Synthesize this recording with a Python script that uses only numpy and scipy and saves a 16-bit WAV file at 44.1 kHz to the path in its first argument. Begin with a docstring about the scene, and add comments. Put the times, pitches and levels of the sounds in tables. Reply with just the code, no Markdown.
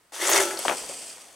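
"""A cord yanks the prop from under a wire-mesh cage in a farm shed, amid the faint air of the yard.
The cage scrapes and rattles down onto straw: random impacts excite short wire modes, jolts ring
its panels, the sliding wire whines and single wires snap. The mesh then shivers in bursts of fine
jingling, dying away, while the wooden prop clatters on the left as damped, gliding tones and
crunches the litter. Soft thuds and a grainy rustle come from the straw; the shed adds a short echo."""
import sys
import numpy as np
from scipy import signal
from scipy.fft import rfft, irfft, next_fast_len
from scipy.io import wavfile

SR = 44100
rng = np.random.default_rng(int(sys.argv[2]) if len(sys.argv) > 2 else 0)


def store_wav(level_fs):
    """Save 16-bit WAV to argv[1]."""
    pcm = np.round(np.clip(np.atleast_2d(level_fs), -1, 1) * 32767)
    wavfile.write(sys.argv[1], SR, pcm.T.astype(np.int16))


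N = 59535

# spread in strength of the impacts in the rattle, the litter and the straw
GRAIN_SPREAD_DB = 3.5
# level of the left channel over the right for the cage and the straw under it
CAGE_PAN_DB = 2.5


def amp(db):
    """Level and amplitude: 20 dB is a factor of ten in gain."""
    return 10 ** (np.asarray(db) / 20)


def clock():
    """Sampling: the time of each sample in seconds."""
    return np.arange(N) / SR


def unit(x):
    """Normalisation: scale a signal to rms 1."""
    return x / np.sqrt(np.mean(x ** 2))


def curve(rows):
    """Envelope: gain interpolated in dB along (t/s, level/dB) points."""
    return amp(np.interp(clock(), *np.array(rows).T))


def since(start):
    """Causality: the time in seconds since an event, zero before it."""
    return np.maximum(clock() - start, 0)


def fade(start, t60, attack=1e-4):
    """Damping: a quick linear rise, then an exponential decay of 60 dB in t60 seconds."""
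    age = since(start)
    return np.minimum(age / attack, 1) * np.exp(-np.log(1000) * age / t60)


def colour(x, points):
    """Minimum-phase filtering: a causal filter whose gain passes through (f/Hz, level/dB) points."""
    hz, db = np.array(points).T
    size = next_fast_len(2 * N)
    f = np.maximum(np.arange(size // 2 + 1) * SR / size, 1)
    log_gain = np.log(amp(np.interp(np.log(f), np.log(hz), db)))
    # folding the cepstrum onto positive times makes the response causal
    cepstrum = irfft(log_gain, size)
    cepstrum[1:size // 2] *= 2
    cepstrum[size // 2 + 1:] = 0
    response = np.exp(rfft(cepstrum))
    return irfft(rfft(x, size) * response, size)[:N]


def band(hz, width):
    """Band-limited noise of rms 1; width is the log of the ratio of the band edges."""
    edges = hz * np.exp(np.array([-width, width]) / 2)
    edges = np.minimum(edges, [SR / 3, SR / 2 - 1])
    sos = signal.butter(2, edges, "band", fs=SR, output="sos")
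    return unit(signal.sosfilt(sos, rng.standard_normal(N)))


def wander(rate):
    """Low-passed noise: a smooth random fluctuation of rms 1, with its cutoff at rate in Hz."""
    sos = signal.butter(2, rate, fs=SR, output="sos")
    return unit(signal.sosfilt(sos, rng.standard_normal(N)))


def ring(x, response):
    """Linear response: convolve x with an impulse response scaled to unit energy."""
    return signal.fftconvolve(x, response / np.sqrt(np.sum(response ** 2)))[:N]


def contacts(rate, spread_db):
    """Shot noise: tiny random impacts of uneven strength and either sign, rate per second."""
    struck = rng.random(N) < rate / SR
    strength = amp(spread_db * np.clip(rng.standard_normal(N), -2, 2))
    sign = rng.choice([-1, 1], N)
    return unit(struck * sign * strength)


def wires(rate, spread_db, t60, points, count=6):
    """Dense modal response: impacts click and ring countless short wire modes in patches across the mesh."""
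    mesh_spread = 0.33  # rms of side over mid
    mid, side = 0, 0
    for place in np.linspace(-1, 1, count):  # from right to left, as positive side is left
        hits = contacts(rate / count, spread_db)
        modes = rng.standard_normal(N) * fade(0, t60)
        patch = hits / 2 + ring(hits, modes)
        mid = mid + patch
        side = side + place * patch
    mid = unit(colour(mid, points))
    side = mesh_spread * unit(colour(side, points))
    return np.array([mid + side, mid - side])


def pan(x, db):
    """Interchannel level difference: db is left over right, so positive is left."""
    return x * amp(np.array([[db], [-db]]) / 2)


def cage():
    """Superposition: the falling cage rattles, scrapes and snaps, its panels ring and its wire whines."""
    # the mesh catches and slips in clusters
    catch_rate_hz, catch_db, scrape_pan_db = 180, 0.84, 2.5
    catching = unit(amp(catch_db * wander(catch_rate_hz)))
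    body = catching * rattle() + panels() + whine()
    wire = catching * scrape() + snaps()
    return pan(body, CAGE_PAN_DB) + pan(wire, scrape_pan_db)


def rattle():
    """Impact excitation: random knocks ring the wires as the cage falls and settles."""
    # force of the rattle: t/s, relative level/dB
    force = [(.118, -64), (.122, -45.5), (.186, -38), (.225, -30.5), (.262, -27.5), (.292, -23), (.32, -24),
             (.37, -20), (.42, -27.5), (.45, -32), (.51, -39.5), (.62, -38.5), (.76, -42), (.92, -50.5),
             (1.1, -51.5), (1.35, -55.5)]
    # spectrum of the rattle: f/Hz, relative density/dB
    spectrum = [(50, -31), (130, -15), (220, -19.5), (320, -5), (620, -1), (950, -1.5), (1300, -2.5),
                (2100, -2), (2500, -10.5), (5000, -16), (15000, -40)]
    rate_per_s, t60_s, gain_db = 1100, 0.049, -3
    return amp(gain_db) * curve(force) * wires(rate_per_s, GRAIN_SPREAD_DB, t60_s, spectrum)


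def scrape():
    """Frictional excitation: wire scraping over wire is a dense stream of nearly equal impacts."""
    # force of the scraping: t/s, relative level/dB
    force = [(.118, -79), (.122, -46.5), (.152, -35), (.19, -36.5), (.21, -32), (.22, -26), (.26, -25),
             (.3, -23), (.34, -21), (.378, -20), (.39, -23.5), (.425, -23.5), (.445, -29), (.49, -32.5),
             (.56, -39.5), (.7, -32.5), (.76, -40), (.95, -44), (1.35, -53)]
    # spectrum of the scraping: f/Hz, relative density/dB
    spectrum = [(300, -26), (1500, -12.5), (3000, 1.5), (4200, -3), (5300, -0.5), (6500, 1), (8500, 1.5),
                (10500, -2), (12500, -9), (16000, -17.5)]
    rate_per_s, spread_db, t60_s, gain_db = 3000, 1, 0.021, -2
    return amp(gain_db) * curve(force) * wires(rate_per_s, spread_db, t60_s, spectrum)


def panels():
    """Modal synthesis: jolts ring the bending panels, each ring tuned a little differently and sagging."""
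    # jolts of the frame: t/s, relative level/dB
    jolts = [(0.191, -41), (.218, -29), (0.29, -27.5), (.33, -22), (.362, -25.5), (.392, -19.5),
             (.462, -29.5), (.502, -31), (.53, -36)]
    # modes of the mesh panels: nominal f/Hz, relative level/dB, t60/s
    modes = [(335.7, -1.5, 0.3), (356.2, 1.5, 0.305), (393, 5.5, 0.37), (533, -2, 0.21), (575, -2, 0.44),
             (613, -2, 0.29), (766, -12, 0.21), (855, 1, 0.26), (1336, -6.5, 0.63), (1455, -6, 0.15),
             (1500, -4.5, 0.3), (1714, 5, 0.12), (2070, -7, 0.17)]
    gain_db, rise_s = -8.5, 0.0091
    detune_rms, sag_per_s = 0.01146, 0.107  # fractions of the mode frequency
    out = 0
    for start, jolt_db in jolts:
        age = since(start)
        slack_time = age - sag_per_s * age ** 2 / 2  # its slope is the falling pitch
        tuning = 1 + detune_rms * rng.standard_normal(len(modes))
        phases = rng.random(len(modes))  # in cycles
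        for (hz, db, t60), tune, phase in zip(modes, tuning, phases):
            tone = np.sin(2 * np.pi * (tune * hz * slack_time + phase))
            out = out + amp(jolt_db + db) * fade(start, t60, rise_s) * tone
    return amp(gain_db) * out


def whine():
    """Frequency modulation: sliding wire sings a thin note that climbs, fluttering in pitch and level."""
    # glide of the whine: t/s, mean f/Hz, relative level/dB
    glide = [(.14, 1399, -56), (.195, 1790, -50), (.222, 2050, -31), (.26, 2050, -43), (.33, 2050, -40),
             (0.376, 2085, -30), (.41, 2130, -34), (0.449, 2290, -45), (.5, 2280, -77)]
    jitter_rms, flutter_db, flutter_rate_hz = 0.029, 6, 153  # jitter is a fraction of the pitch
    times, hz, db = np.array(glide).T
    pitch = np.interp(clock(), times, hz) * (1 + jitter_rms * wander(flutter_rate_hz))
    tone = np.sin(2 * np.pi * np.cumsum(pitch) / SR)
    voice = unit(amp(flutter_db * wander(flutter_rate_hz)) * tone)
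    return (clock() > times[0]) * amp(np.interp(clock(), times, db)) * voice


def snaps():
    """Sudden release: single wires catch and let go, each a damped tick of narrow-band noise."""
    # wires snapping past each other: t/s, relative level/dB, centre f/Hz
    releases = [(.242, -15, 3370), (0.269, -12, 7150), (0.275, -11.5, 7450), (0.282, -12.5, 7800),
                (0.297, -12.5, 13200), (.308, -16, 13200), (.315, -13, 6500), (0.325, -9, 7100),
                (0.3313, -5.5, 6960), (0.335, -12, 5270), (0.348, -15.5, 1900), (0.3613, -10, 5250),
                (.371, -20, 3500), (.377, -4.5, 6870), (.404, -10, 8140), (.508, -21, 2000),
                (.573, -19.5, 4720), (.591, -19.5, 10200)]
    t60_s, log_width, gain_db = 0.018, 0.28, -6.5
    ticks = sum(amp(db) * fade(start, t60_s) * band(hz, log_width) for start, db, hz in releases)
    return amp(gain_db) * ticks


def jingle():
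    """Power addition: trembling and shivers add in energy to drive the chatter of the loose joints."""
    # steady trembling of the mesh: t/s, level/dB
    tremble = [(.3, -72), (.46, -48.5), (.66, -42.5), (.97, -40.5), (1.13, -46), (1.35, -61.5)]
    # bursts in which the loose mesh shivers: t/s, level/dB
    shivers = [(.501, -37), (.588, -32.5), (.646, -32), (0.768, -33), (.888, -35.5), (1.015, -40.5),
               (1.06, -38), (1.198, -46.5)]
    # spectrum of the jingle: f/Hz, relative density/dB
    spectrum = [(400, -22), (1500, -15.5), (2900, -6), (3800, -13.5), (4750, -1), (5500, -6.5), (6800, -6),
                (8200, 1.5), (9300, -3.5), (10500, -11), (13000, -22.5), (16000, -27)]
    shiver_t60_s, shiver_attack_s = 0.29, 0.0031
    rate_per_s, spread_db, t60_s = 1900, 5, 0.05
    bursts = sum((amp(db) * fade(start, shiver_t60_s, shiver_attack_s)) ** 2 for start, db in shivers)
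    shaking = np.sqrt(curve(tremble) ** 2 + bursts)
    return shaking * wires(rate_per_s, spread_db, t60_s, spectrum)


def prop():
    """Impact and granular yielding: the wooden prop knocks and bounces, crunching the litter under it."""
    # wooden knocks: t/s, level/dB, starting f/Hz, t60/s
    knocks = [(0.1218, -37, 950, 0.018), (.291, -15, 1420, 0.012), (.5909, -26, 660, 0.021),
              (0.6516, -13, 983, 0.017), (.658, -14.5, 610, 0.01), (0.6819, -1, 1600, 0.0035),
              (0.682, -14.5, 2870, 0.0021), (.688, -13, 620, 0.0087), (0.6929, -11, 1470, 0.0041),
              (.6967, -9.5, 2950, 0.0067), (.697, -14, 734, 0.015), (0.7032, -17, 880, 0.0083),
              (0.7119, -8, 1210, 0.0037), (0.7166, -22, 480, 0.018), (.7208, -14.5, 1440, 0.0061),
              (.7255, -20, 714, 0.016), (.733, -19.5, 1200, 0.0084), (.838, -28.5, 900, 0.012),
              (.895, -30, 604, 0.036), (.911, -34.5, 830, 0.011)]
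    # spectrum of the crunch: f/Hz, relative density/dB
    spectrum = [(60, -16), (190, -4), (280, 5), (400, 3), (700, 4.5), (1500, -3), (2900, -7), (4000, -30),
                (12000, -31)]
    crunch_db, crunch_t60_s, crunch_per_s = -16.5, 0.09, 1500
    limit_db = -15  # the litter gives way above this blow
    wood = sum(amp(db) * knock(start, hz, t60) for start, db, hz, t60 in knocks)
    power = sum((amp(min(db, limit_db)) * fade(start, crunch_t60_s)) ** 2 for start, db, _, _ in knocks)
    grains = unit(colour(contacts(crunch_per_s, GRAIN_SPREAD_DB), spectrum))
    return wood + amp(crunch_db) * np.sqrt(power) * grains


def knock(start, hz, t60):
    """Damped oscillation: pitch glides from the contact note to that of the wood, with a noisy crack."""
    wood_hz, glide_s, attack_s = 530, 0.0038, 0.00052  # glide_s is the time constant of the pitch
    crack_db, crack_hz, crack_t60_s, crack_log_width = -11, 1900, 0.01, 0.92
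    age = since(start)
    # integral of a frequency that relaxes from hz to wood_hz
    cycles = wood_hz * age + (hz - wood_hz) * glide_s * (1 - np.exp(-age / glide_s))
    hardness = min(hz / crack_hz, 1) ** 2  # hard, bright contacts crack most
    crack = amp(crack_db) * hardness * fade(start, crack_t60_s) * band(crack_hz, crack_log_width)
    return fade(start, t60, attack_s) * np.sin(2 * np.pi * cycles) + crack


def bedding():
    """Granular noise: straw crushed and shuffled under the cage gives a dull rustle of tiny impacts."""
    # rustle of the straw: t/s, level/dB
    rustle = [(.11, -82), (.22, -48), (.5, -40.5), (.62, -52.5), (.7, -34), (.76, -43), (.8, -47),
              (.87, -48.5), (.905, -45.5), (.95, -49), (1.1, -55.5), (1.35, -61)]
    # spectrum of the straw: f/Hz, relative density/dB
    spectrum = [(30, -37), (100, -13), (180, -7.5), (270, -0.5), (550, 2), (800, -0.5), (1100, -6.5),
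                (1600, -13), (5000, -52)]
    rate_per_s = 2500
    return curve(rustle) * unit(colour(contacts(rate_per_s, GRAIN_SPREAD_DB), spectrum))


def thuds():
    """Soft impact: weight coming down on the straw gives slow swells of low-frequency noise."""
    # soft thuds on the bedding: onset t/s, level/dB
    landings = [(.37, -56), (.81, -66)]
    centre_hz, log_width, rise_s = 58, 0.69, 0.022
    swell = 0
    for start, db in landings:
        age = since(start) / rise_s
        swell = swell + amp(db) * age * np.exp(1 - age)  # peaks at one rise time
    return band(centre_hz, log_width) * swell


def echo(direct):
    """Reverberation: the shed answers with delayed, decaying noise, independent in each channel."""
    delay_s, t60_s, level_db = 0.0066, 0.21, -12.5
    walls = rng.standard_normal((2, N)) * fade(delay_s, t60_s)
    return amp(level_db) * np.array([ring(direct.mean(axis=0), wall) for wall in walls])


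def yard():
    """Diffuse field: the faint air of the farmyard is independent noise in mid and side."""
    # spectrum of the yard: f/Hz, relative density/dB
    spectrum = [(18, -44), (30, -1), (440, -4), (662, -15), (953, -8), (1170, -9), (15000, -15.5)]
    level_db, side_spread = -68.5, 1
    mid, side = (unit(colour(rng.standard_normal(N), spectrum)) for _ in range(2))
    return amp(level_db) * np.array([mid + side_spread * side, mid - side_spread * side])


def scene():
    """Superposition: cage and prop, too slender to radiate bass, with shed echo, straw and yard."""
    jingle_pan_db, prop_pan_db, low_cut_hz = .2, 7, 260
    direct = cage() + pan(jingle(), jingle_pan_db) + pan(prop(), prop_pan_db)
    highpass = signal.butter(3, low_cut_hz, "high", fs=SR, output="sos")
    direct = signal.sosfilt(highpass, direct)
    return direct + echo(direct) + pan(bedding(), CAGE_PAN_DB) + thuds() + yard()


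def record(dry):
    """Mid-side stereo: the image is narrow in the bass and nearly mono in the highest treble; the top is cut."""
    # width of the stereo image: f/Hz, side level/dB
    stereo_width = [(100, -9), (330, -13.5), (700, -0.5), (9500, -2), (11000, -1), (13500, -35)]
    top_hz = 15800
    hz, db = np.array(stereo_width).T
    side_gain = amp(np.interp(np.arange(N // 2 + 1) * SR / N, hz, db))
    mid = (dry[0] + dry[1]) / 2
    side = irfft(rfft(dry[0] - dry[1]) / 2 * side_gain, N)
    lowpass = signal.ellip(10, .1, 80, top_hz, fs=SR, output="sos")
    return signal.sosfilt(lowpass, np.array([mid + side, mid - side]))


dry = scene()
out = record(dry)
store_wav(out)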